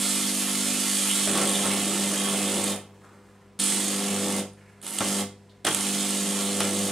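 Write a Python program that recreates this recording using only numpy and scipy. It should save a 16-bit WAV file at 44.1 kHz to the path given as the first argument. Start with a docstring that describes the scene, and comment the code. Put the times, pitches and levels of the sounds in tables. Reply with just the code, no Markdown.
"""A loud electric buzz and a spitting sizzle, close up: a mains-fed high-voltage arc burns through a
dried fruit on a bench in a wooden corner. It is drawn out, breaks and strikes again, four burns in all.
The arc buzzes with the current, juice sizzles on each half cycle, the flame roars, steam pockets pop.
In the pauses the transformer hums and the hot fruit steams faintly. Two microphones, a short room tail."""
import sys
import numpy as np
from scipy import signal
from scipy.fft import rfft, irfft, next_fast_len
from scipy.io import wavfile
from scipy.ndimage import uniform_filter1d

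SR = 44100
rng = np.random.default_rng(int(sys.argv[2]) if len(sys.argv) > 2 else 0)


def dump(signal):
    """Clip the signal to [-1, 1] and save it as 16-bit WAV at the path in sys.argv[1]."""
    limited = np.clip(np.atleast_2d(signal).T, -1, 1)
    pcm = np.round(limited * 32767).astype(np.int16)
    wavfile.write(sys.argv[1], SR, pcm)


N = 304731
T = np.arange(N) / SR
HZ = np.fft.rfftfreq(4096, 1 / SR)
PADDED = next_fast_len(N + SR)
MAINS_HZ = 49.85

# Burns of the arc: (strike [s], break [s], current at the strike [dB], build-up [s],
# starting length [0 short - 1 drawn out], wait before the pull [s], pull lasts [s],
# base sizzle [dB], base roar [dB], fizz after the break [dB])
BURNS = [(0.0, 2.74, 2.5, 0.01, 0.11, 0.96, 1.7, -29.5, -43, -67),
         (3.59, 4.406, -11, 0.015, 0.26, 0.077, 0.53, -29, -45, -68),
         (4.827, 5.221, -27.5, 0.23, 0.5, 0.2, 0.21, -28, -46, -70.5),
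         (5.646, 7.05, -12, 0.22, 0.59, 0.35, 0.61, -28, -48, -70)]
# Pockets of steam that burst and feed the flame: (time [s], pop level [dB], tilt [dB/octave],
# pocket resonance [Hz], pop rise [s], pop t60 [s], flare level [dB], flare t60 [s])
STEAM_POCKETS = [(1.271, -27.5, 1.5, 620, .004, 0.2, -38, 4), (1.325, -21, 3, 1150, 0.092, 0.47, -45, .5),
                 (1.416, -25, -3, 370, .002, 0.084, -61, .5), (1.55, -33, 1, 750, .005, 0.16, -65, .2),
                 (1.632, -29, -1, 730, 0.0073, 0.15, -60, .4),
                 (1.652, -29.5, -0.5, 1198, 0.0068, 0.25, -55, .4),
                 (5.005, -22, -0.5, 1040, 0.0012, 0.14, -32.5, 0.21),
                 (5.647, -25, 1.5, 760, 0.002, 0.12, -42, .22),
                 (5.664, -16.5, 2.5, 1640, 0.0088, 0.098, -37, 0.22),
                 (5.667, -20.5, 9, 2860, 0.0033, 0.047, -70, .1),
                 (5.679, -22.5, -1.5, 338, .008, 0.15, -60, .1),
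                 (5.71, -25.5, 2.5, 3300, .002, 0.09, -60, .1),
                 (6.603, -24.5, 2.5, 700, .0014, 0.17, -38, 2.3)]
# Tone of sizzling juice: (frequency [Hz], relative level [dB])
SIZZLE_SPECTRUM = [(100, -33), (400, -24), (1000, -11.5), (2000, -6.5), (3200, -4.5), (4400, -2),
                   (5800, -3), (8000, 1.1), (9800, -2), (11000, -8), (12500, -10), (14000, -26),
                   (15800, -34.5)]
# Tone of spitting juice: (frequency [Hz], relative level [dB])
SPIT_SPECTRUM = [(200, -24), (1500, -16), (2500, -13), (3150, -6), (4000, -6.5), (5800, -22.5), (7800, 1.5),
                 (9600, 3.5), (11000, -10), (15000, -26.5)]
# Decay of the room: (frequency [Hz], t60 [s])
ROOM_DECAY = [(100, 1), (200, 0.29), (700, 0.32), (2000, 0.3), (5000, 0.32), (14000, 0.2)]


def arc(buzz_db=-32.5, short_buzz_db=-4.5, tear_s=0.0091, flare_length=0.91, full_flare_db=-45):
    """Strength of buzz, sizzle and roar, and arc length: it strikes, the rod is pulled away, it breaks."""
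    buzz_release_s, sizzle_release_s, roar_release_s = 0.018, 0.012, 0.029
    falter_db = hump(2.733, -6, half_s=.013)  # the arc nearly tears before its first break
    flare = flaring()
    blown_length = flare_length * np.tanh(uniform_filter1d(flare, size=2000) / amp(full_flare_db))
    buzzing, sizzling, roaring, length = np.zeros((4, N))
    for strike, end, strike_db, build_s, start_length, wait_s, pull_s, sizzle_db, roar_db, _ in BURNS:
        age, since_break = T - strike, np.maximum(T - end, 0)
        since_tear = np.maximum(T - end + tear_s, 0)  # it lifts off the juice just before it breaks
        struck = age >= 0
        current_db = strike_db * np.clip(1 - age / build_s, 0, 1) + falter_db
        pulled_length = start_length + (1 - start_length) * np.clip((age - wait_s) / pull_s, 0, 1)
        length = np.where(struck, np.maximum(pulled_length, blown_length), length)
        buzz_gain = amp(buzz_db + current_db + short_buzz_db * (1 - length) ** 2)
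        # both partly follow the current; drawing out takes the heat from the juice into the air
        sizzle_gain = amp(sizzle_db + 0.54 * current_db - 4.5 * length)
        roar_gain = amp(roar_db + 0.31 * current_db + 5.5 * length)
        buzzing += struck * np.exp(-since_break / buzz_release_s) * buzz_gain
        sizzling += struck * np.exp(-since_tear / sizzle_release_s) * sizzle_gain
        roaring += struck * np.exp(-since_break / roar_release_s) * roar_gain
    return buzzing, sizzling, np.hypot(roaring, flare), length


def buzz(strength, length, waver_db=-0.27, jitter_cycles=0.0015):
    """The arc heats the air twice a mains cycle; conducting better one way adds odd multiples."""
    # Buzz tones: (mains multiple, short arc [dB], long arc [dB], growth with length [1 even - 3 late])
    harmonics = [(2, -47, -18, 2.5), (3, -27.5, -28.5, 1.9), (4, 0.2, 0.5, 1.9), (5, -10, -17, 1.9),
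                 (6, -5.5, -10, 0.78), (7, -31, -21, 2.3), (8, -14, -8.7, 1.6), (10, -14.5, -6, 3.6),
                 (12, -31, -20.5, 1.9), (13, -30.5, -20.5, 1.9), (14, -20, -17.5, 1.9),
                 (18, -25.5, -26.5, 1.9)]
    # The rod sinks in and the arc turns lopsided: (time [s], lift of odd multiples [dB], half width [s])
    sinks = [(0.27, 8, 0.31), (0.75, 9.5, 0.22)]
    drift = jitter_cycles * (wander(40) + wander(8.3))
    lopsided_db = sum(hump(*sink) for sink in sinks)
    out = np.zeros(N)
    for multiple, short_db, long_db, growth in harmonics:
        db = short_db + np.clip(length, 0, 1) ** growth * (long_db - short_db)
        level = strength * amp(db + multiple % 2 * lopsided_db)
        level = ring_on(level, read(ROOM_DECAY, multiple * MAINS_HZ))
        out += level * amp(waver_db * wander(30)) * mains_tone(multiple, drift)
    return out


def juice(strength, length):
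    """Sizzle and jets swell at each boil, and froth joins them."""
    # The arc reaches fresh juice: (time [s], sizzle lift [dB], jet lift [dB], froth [dB], half width [s])
    boils = [(0.05, 1.5, 3, -9, 0.16), (1.17, 2, 6, -13, 0.43), (1.56, 0.5, 0.5, -15, 0.17),
             (2.2, 1.5, 3, -14.5, 0.8), (3.645, 0.5, 6, -5.5, 0.2), (5.77, 2, 5, -10.5, 0.095)]
    boiling = strength * amp(sum(hump(s, db, half_s) for s, db, _, _, half_s in boils))
    jetting = strength * amp(sum(hump(s, db, half_s) for s, _, db, _, half_s in boils))
    frothing = strength * sum(hump(s, amp(db), half_s) for s, _, _, db, half_s in boils)
    return sizzle(boiling, length) + jets(jetting, length) + froth(frothing, length)


def sizzle(strength, length, grains_per_s=9000, spread_db=3.0, hiss=0.7):
    """Countless tiny discharges through boiling juice, throbbing with the current."""
    sizes = amp(spread_db * np.minimum(rng.exponential(1, N), 4.5)) * rng.choice([-1, 1], N)
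    grains = evened(sizes * (rng.random(N) < grains_per_s / SR)) + hiss * rng.standard_normal(N)
    phase = 2 * np.pi * MAINS_HZ * T - 3.6
    half_cycle_db = (0.24 + 0.47 * length) * np.cos(2 * phase) + np.cos(4 * phase)
    polarity_db = (0.5 + 0.69 * length) * np.cos(phase)
    flutter_db = (1 + 0.56 * length) * wander(160)
    throb = amp(half_cycle_db + polarity_db + flutter_db)
    throb /= np.sqrt(uniform_filter1d(throb ** 2, size=8820))  # keeps the mean power
    return in_corner(strength * throb * evened(grains), SIZZLE_SPECTRUM)


def jets(strength, length, gain_db=-9, spread_db=1.0, weak_half_db=-4, long_arc_db=6, t60=0.026):
    """Each half cycle blows a jet of steam of chance size out of the hole; one polarity blows harder."""
    halves = np.arange(int(2 * MAINS_HZ * N / SR) - 1)
    size, lateness = rng.standard_normal((len(halves), 2)).T
    onsets = ((halves + .05 + .1 * lateness) / (2 * MAINS_HZ) * SR).astype(int)
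    jet_db = spread_db * np.minimum(size, 2) + weak_half_db * (halves % 2 == 0)
    kicks = np.zeros(N)
    kicks[np.clip(onsets, 0, N - 1)] = amp(jet_db)
    flow = strength * amp(gain_db + long_arc_db * length) * evened(die_away(kicks, t60))
    return in_corner(flow * rng.standard_normal(N), SPIT_SPECTRUM)


def froth(strength, length):
    """Fresh juice froths up in tiny bubbles: a narrow, high band of sizzle."""
    return colour(sizzle(strength, length), resonance_db(9100, width_hz=2000))


def vent(strength, centre_hz=3200, width_hz=750, drift=0.08, steady_db=-12, flutter_db=2):
    """Steam leaves the charred hole while the arc burns; the resonance shifts as the hole changes shape."""
    # Spurts of steam: (time [s], level relative to the sizzle [dB], half width [s])
    spurts = [(1.13, -10.5, 0.04), (1.556, 0, 0.014), (1.62, -12, 0.57), (1.715, 0.5, 0.015),
              (2.35, -12.5, 0.31)]
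    flow = strength * (amp(steady_db) + sum(hump(s, amp(db), half_s) for s, db, half_s in spurts))
    pole = np.exp(-np.pi * width_hz / SR)
    noise = rng.standard_normal(N) + 1j * rng.standard_normal(N)
    band = signal.lfilter([1], np.poly([pole, pole]), noise)
    turns = np.cumsum(centre_hz * (1 + drift * wander(22))) / SR
    hiss = evened((band * np.exp(2j * np.pi * turns)).real)
    return flow * amp(flutter_db * wander(35)) * hiss


def roar(strength, length, gain_db=2.5, short_arc_db=-7, throb=0.82, gust_db=1.03):
    """Turbulent flame round the arc, pushed by each half cycle and stronger as the arc grows."""
    # Tone of the flame: (frequency [Hz], relative level [dB])
    spectrum = [(30, -46.5), (65, -31.5), (98, -6.5), (130, -17), (175, 4.5), (235, 1.5), (280, 3),
                (325, 4), (460, -1.5), (750, -2.5), (1100, -8.5), (1600, -10), (2600, -10.5), (6000, -32)]
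    push = 1 + throb * np.cos(2 * np.pi * 2 * MAINS_HZ * T)
    size = amp(gain_db + short_arc_db * np.clip(1 - 2 * length, 0, 1) + gust_db * wander(60))
    return in_corner(strength * size * push * rng.standard_normal(N), spectrum)


def flaring(rise_s=0.0059):
    """Strength of the flame that each burst of steam feeds."""
    return sum(amp(db) * swell(s, rise_s, t60) for s, *_, db, t60 in STEAM_POCKETS)


def fireball(level_db=-47, big_flare_db=-40, t60=0.9):
    """Only a big flare makes a ball of hot gas that throbs twice a mains cycle."""
    size = np.tanh(flaring() / amp(big_flare_db)) ** 3
    return amp(level_db) * ring_on(size, t60) * mains_tone(2)


def pops(pocket_db=7, pocket_octaves=0.21, corner_share=0.84):
    """Bursts of steam, each coloured by the size of its pocket."""
    # Tone common to the pops: (frequency [Hz], relative level [dB])
    spectrum = [(40, -29), (130, -2.5), (320, 0), (500, -1), (750, -4.5), (1100, -7), (1650, -7),
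                (2100, -9), (3000, -8.5), (4500, -15.5), (6000, -12), (14000, -38)]
    common_db = read(spectrum, HZ) + corner_share * corner_db()
    octaves = np.log2(np.clip(HZ, 200, 3500))
    out = np.zeros(N)
    for s, db, tilt_db, hz, rise_s, t60, *_ in STEAM_POCKETS:
        ring_db = pocket_db * np.exp(-(np.log2((HZ + 1) / hz) / pocket_octaves) ** 2)
        puff = amp(db) * swell(s, rise_s, t60) * rng.standard_normal(N)
        out += colour(puff, common_db + tilt_db * octaves + ring_db)
    return out


def snaps(t60=0.011):
    """Short bright spits of juice."""
    # The loudest spits: (time [s], level [dB])
    spits = [(1.112, -16), (1.476, -16), (1.494, -19), (1.536, -19), (1.5553, -20), (2.6417, -18),
             (2.761, -24.5), (3.599, -20), (3.602, -17), (3.6385, -15), (3.658, -18), (3.701, -23),
             (4.5346, -49), (4.816, -35), (4.867, -25), (4.966, -20.5), (4.987, -15), (5.65, -13.5),
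             (5.667, -16), (5.688, -20), (5.708, -22), (5.729, -24)]
    return in_corner(sum(amp(db) * burst(s, t60) for s, db in spits), SPIT_SPECTRUM)


def cracks(t60=0.0046):
    """Single sparks, some thin and some full, that reach the microphones with no room tail."""
    # Dry sparks: (time [s], level [dB], tilt [dB/octave])
    sparks = [(1.377, -21, -3), (1.418, -22, -5), (4.866, -32, -3), (4.987, -24, -2), (5.007, -18, -5),
              (5.731, -23, -1), (5.7475, -8.5, -1), (6.605, -11, -4.5)]
    # Tone of a bare spark: (frequency [Hz], relative level [dB])
    spectrum = [(40, -50), (200, -18), (1200, -7), (2200, -8), (3300, -2), (5500, -8), (8800, 10),
                (12500, -5), (16000, -35)]
    common_db = read(spectrum, HZ) + corner_db()
    octaves = np.log2(np.maximum(HZ, 700))
    return sum(colour(amp(db) * burst(s, t60), common_db + tilt * octaves) for s, db, tilt in sparks)


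def sputter(t60=0.025, spread_db=2):
    """Where the rod only grazes the peel, a thin spark jumps on every half cycle."""
    # Runs of sparks: (start [s], end [s], first level [dB], last level [dB])
    runs = [(0.003, 1.25, -29, -35), (4.826, 4.86, -39, -36), (4.877, 4.96, -31, -35)]
    # Tone of a thin spark: (frequency [Hz], relative level [dB])
    spectrum = [(200, -17), (1200, -8.5), (3300, -15), (6000, -9), (8000, -2), (10300, 5.5), (11500, 0.5),
                (13000, -11.5), (15800, -32)]
    kicks = np.zeros(N)
    for start, end, first_db, last_db in runs:
        times = np.arange(start, end, 1 / (2 * MAINS_HZ))
        spark_db = np.linspace(first_db, last_db, len(times)) + spread_db * rng.standard_normal(len(times))
        kicks[(times * SR).astype(int)] = amp(spark_db)
    return in_corner(die_away(kicks + 1e-12, t60) * rng.standard_normal(N), spectrum)


def steam(flutter_db=1.5, rustle_db=1.5, puff_fizz_db=-17):
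    """The hot juice fizzes on after each break, with a few soft rustling puffs."""
    # Puffs in the pauses: (time [s], level [dB], centre [Hz], width [Hz], rise [s], t60 [s])
    puffs = [(3.005, -52, 1190, 1050, 0.032, 1.3), (3.24, -60.5, 1300, 1200, 0.06, 1.0),
             (3.405, -62.5, 1700, 905, 0.008, 0.19), (4.55, -61, 1785, 1410, 0.038, 4.6),
             (5.494, -57, 3760, 1600, .001, 0.13)]
    fizz = colour(rng.standard_normal(N), read(SIZZLE_SPECTRUM, HZ))
    out = fizz * np.max([amp(db) * swell(end, rise_s=.02, t60=3.7) for _, end, *_, db in BURNS], axis=0)
    for s, db, hz, width_hz, rise_s, t60 in puffs:
        hiss = colour(rng.standard_normal(N), resonance_db(hz, width_hz)) + amp(puff_fizz_db) * fizz
        out += amp(db + rustle_db * wander(140)) * swell(s, rise_s, t60) * hiss
    return amp(flutter_db * wander(92)) * out


def transformer(length, waver_db=1, loaded_db=-13):
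    """The iron core hums all the while, less when a short arc pulls the voltage down."""
    # Idle hum: (mains multiple, level [dB])
    harmonics = [(2, -61), (3, -69), (4, -59), (7, -88), (8, -64.5), (10, -66.5), (14, -84), (20, -73.5)]
    hum = sum(amp(db + waver_db * wander(29)) * mains_tone(multiple) for multiple, db in harmonics)
    lit = sum((T >= strike) & (T <= end) for strike, end, *_ in BURNS)
    load = uniform_filter1d(lit * np.clip(1 - length, 0, 1), size=2000)
    return amp(loaded_db * load) * hum


def room_tone(level_db=-60, apart_db=-12):
    """Soft room noise, mostly shared by both microphones."""
    # The quiet room: (frequency [Hz], relative level [dB])
    spectrum = [(20, -15), (45, -8), (60, 14.5), (80, -18), (130, 3.5), (300, 1.5), (700, -3), (1200, -9),
                (2500, -14), (6000, -22.5), (9000, -27.5), (11000, -38), (15000, -37)]
    left, right, shared = (colour(rng.standard_normal(N), read(spectrum, HZ)) for _ in range(3))
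    return amp(level_db) * (shared + amp(apart_db) * np.array([left, right]))


def corner_db():
    """The lift that the bench and the wooden corner give to each frequency."""
    # Their resonances: (frequency [Hz], width [Hz], lift [dB])
    resonances = [(327, 32, 4), (423, 15, 5.6), (567, 30, 8), (645, 24, 7.5), (723, 35, 7.5),
                  (823, 32, 6.3), (906, 57, 6.4), (1135, 115, 9.4), (1335, 125, 7), (1558, 39, 3.4),
                  (1789, 90, 4), (2072, 48, 7.8), (2397, 45, 4), (2589, 56, 4.6), (3207, 811, 3.8),
                  (6722, 376, 2.7), (9368, 1349, 1.3)]
    return sum(db * .5 ** ((2 * (HZ - hz) / width) ** 2) for hz, width, db in resonances)


def in_corner(x, spectrum):
    """A source's own spectrum, lifted at the resonances of the corner."""
    return colour(x, read(spectrum, HZ) + corner_db())


def room(x, blend_hz=1.7, count=5):
    """A short, dense room tail, blended from several sets of reflections so that it sounds even."""
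    phase = 2 * np.pi * blend_hz * T
    shares = np.maximum([np.cos(phase + 2 * np.pi * k / count) for k in range(count)], 0) ** 2
    shares /= shares.sum(0)
    shares /= np.sqrt(.5 + .5 * (shares ** 2).sum(0))  # direct sound adds in step, reflections in power
    return irfft(sum(rfft(x * share, PADDED) * paths(wet_db=-1) for share in shares), PADDED)[:, :N]


def near(x):
    """A dry, close sound with only a little room tail."""
    return irfft(rfft(x, PADDED) * paths(wet_db=-8), PADDED)[:, :N]


def paths(wet_db):
    """Frequency response from bench to microphones: direct sound and a short dense tail."""
    # Stereo width, greatest in the treble: (frequency [Hz], side minus mid [dB])
    width = [(100, -28.5), (300, -29), (600, -14), (1200, -18), (2800, -16.5), (5500, -4), (9000, -7),
             (13000, 5.5)]
    taps = rng.standard_normal((2, SR // 2)) * (rng.random((2, SR // 2)) < .15)
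    hz, t, frames = signal.stft(taps, SR, nperseg=256)
    decay = np.exp(-np.log(1000) * t / read(ROOM_DECAY, hz)[:, None])
    tails = signal.istft(frames * decay, SR, nperseg=256)[1]
    mid, side = rfft(tails / np.linalg.norm(tails, axis=1, keepdims=True), PADDED)
    mid = (1 + amp(wet_db) * mid) / np.hypot(1, amp(wet_db))
    side *= amp(read(width, np.fft.rfftfreq(PADDED, 1 / SR)))
    return np.array([mid + side, mid - side])


def ring_on(strength, t60):
    """The level of a low tone swells within a few cycles and lingers in the room."""
    fall = np.log(1000) * T / t60
    held = np.exp(np.maximum.accumulate(np.log(strength + 1e-9) + fall) - fall)
    return uniform_filter1d(held, size=400)


def standing_waves(x, side_db=-27):
    """Standing waves bring low tones to the two microphones slightly out of step."""
    return x + np.outer([-1, 1], amp(side_db) * signal.hilbert(x).imag)


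def mains_tone(multiple, drift=0):
    """A mains multiple at unit rms: the lowest line up as a pulse, the room scatters the higher ones."""
    turns = multiple * (MAINS_HZ * T - 1 / 4 + drift) + rng.random() * (multiple > 6)
    return -np.sqrt(2) * np.cos(2 * np.pi * turns)


def amp(db):
    """Decibels to gain."""
    return 10 ** (np.asarray(db) / 20)


def evened(x):
    """Scaled to unit rms."""
    return x / np.sqrt(np.mean(x ** 2) + 1e-20)


def read(points, hz):
    """A curve joined by straight lines over log frequency."""
    f, value = np.transpose(points)
    return np.interp(np.log(hz + 1), np.log(f + 1), value)


def wander(per_s):
    """Smooth random motion at unit rms."""
    return evened(signal.resample(rng.standard_normal(int(per_s * N / SR) + 2), N))


def colour(x, level_db):
    """Minimum-phase filter of unit power with the given shape over HZ."""
    log_gain = np.log(evened(amp(level_db)))
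    mirrored = np.concatenate([log_gain, log_gain[-2:0:-1]])
    taps = np.fft.ifft(np.exp(np.conj(signal.hilbert(mirrored)))).real
    return signal.oaconvolve(x, taps[:len(HZ)])[:N]


def resonance_db(centre_hz, width_hz):
    """One broad resonance with steep skirts."""
    return -20 * np.log10(1 + (2 * (HZ - centre_hz) / width_hz) ** 2)


def burst(s, t60):
    """Noise that starts at once and dies away."""
    return (T >= s) * np.exp(-np.log(1000) * abs(T - s) / t60) * rng.standard_normal(N)


def die_away(kicks, t60):
    """An exponential tail on every kick."""
    return signal.lfilter([1], [1, -np.exp(-np.log(1000) / t60 / SR)], kicks)


def swell(s, rise_s, t60):
    """A straight rise from the given moment, dying away all the while."""
    return np.clip((T - s) / rise_s, 0, 1) * np.exp(-np.log(1000) * abs(T - s) / t60)


def hump(s, size, half_s):
    """A bell-shaped passing change."""
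    return size * np.exp(-((T - s) / half_s) ** 2)


def scene():
    """The arc and the fruit in their corner, over the hum of the transformer."""
    buzzing, sizzling, roaring, length = arc()
    noises = juice(sizzling, length) + vent(sizzling) + roar(roaring, length)
    noises += sputter() + snaps() + steam()
    tones = buzz(buzzing, length) + fireball() + transformer(length)
    return room(noises) + near(pops()) + cracks() + standing_waves(tones) + room_tone()


def record(dry, cutoff_hz=15800):
    """The treble leans to the right microphone, and the very top is cut off."""
    # Balance of the pair: (frequency [Hz], left minus right [dB])
    balance = [(60, 4), (110, -0.5), (200, -0.5), (380, 1.5), (700, 1), (1290, 1), (2380, -1), (4400, -1.5),
               (8120, -4), (15000, -11)]
    lean = amp(np.outer([.5, -.5], read(balance, np.fft.rfftfreq(N, 1 / SR))))
    leaning = irfft(rfft(dry) * lean / lean.mean(0), N)
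    lowpass = signal.firwin(511, cutoff_hz, window=("kaiser", 9), fs=SR)
    return signal.oaconvolve(leaning, lowpass[None], "same")


dry = scene()
out = record(dry)
dump(out)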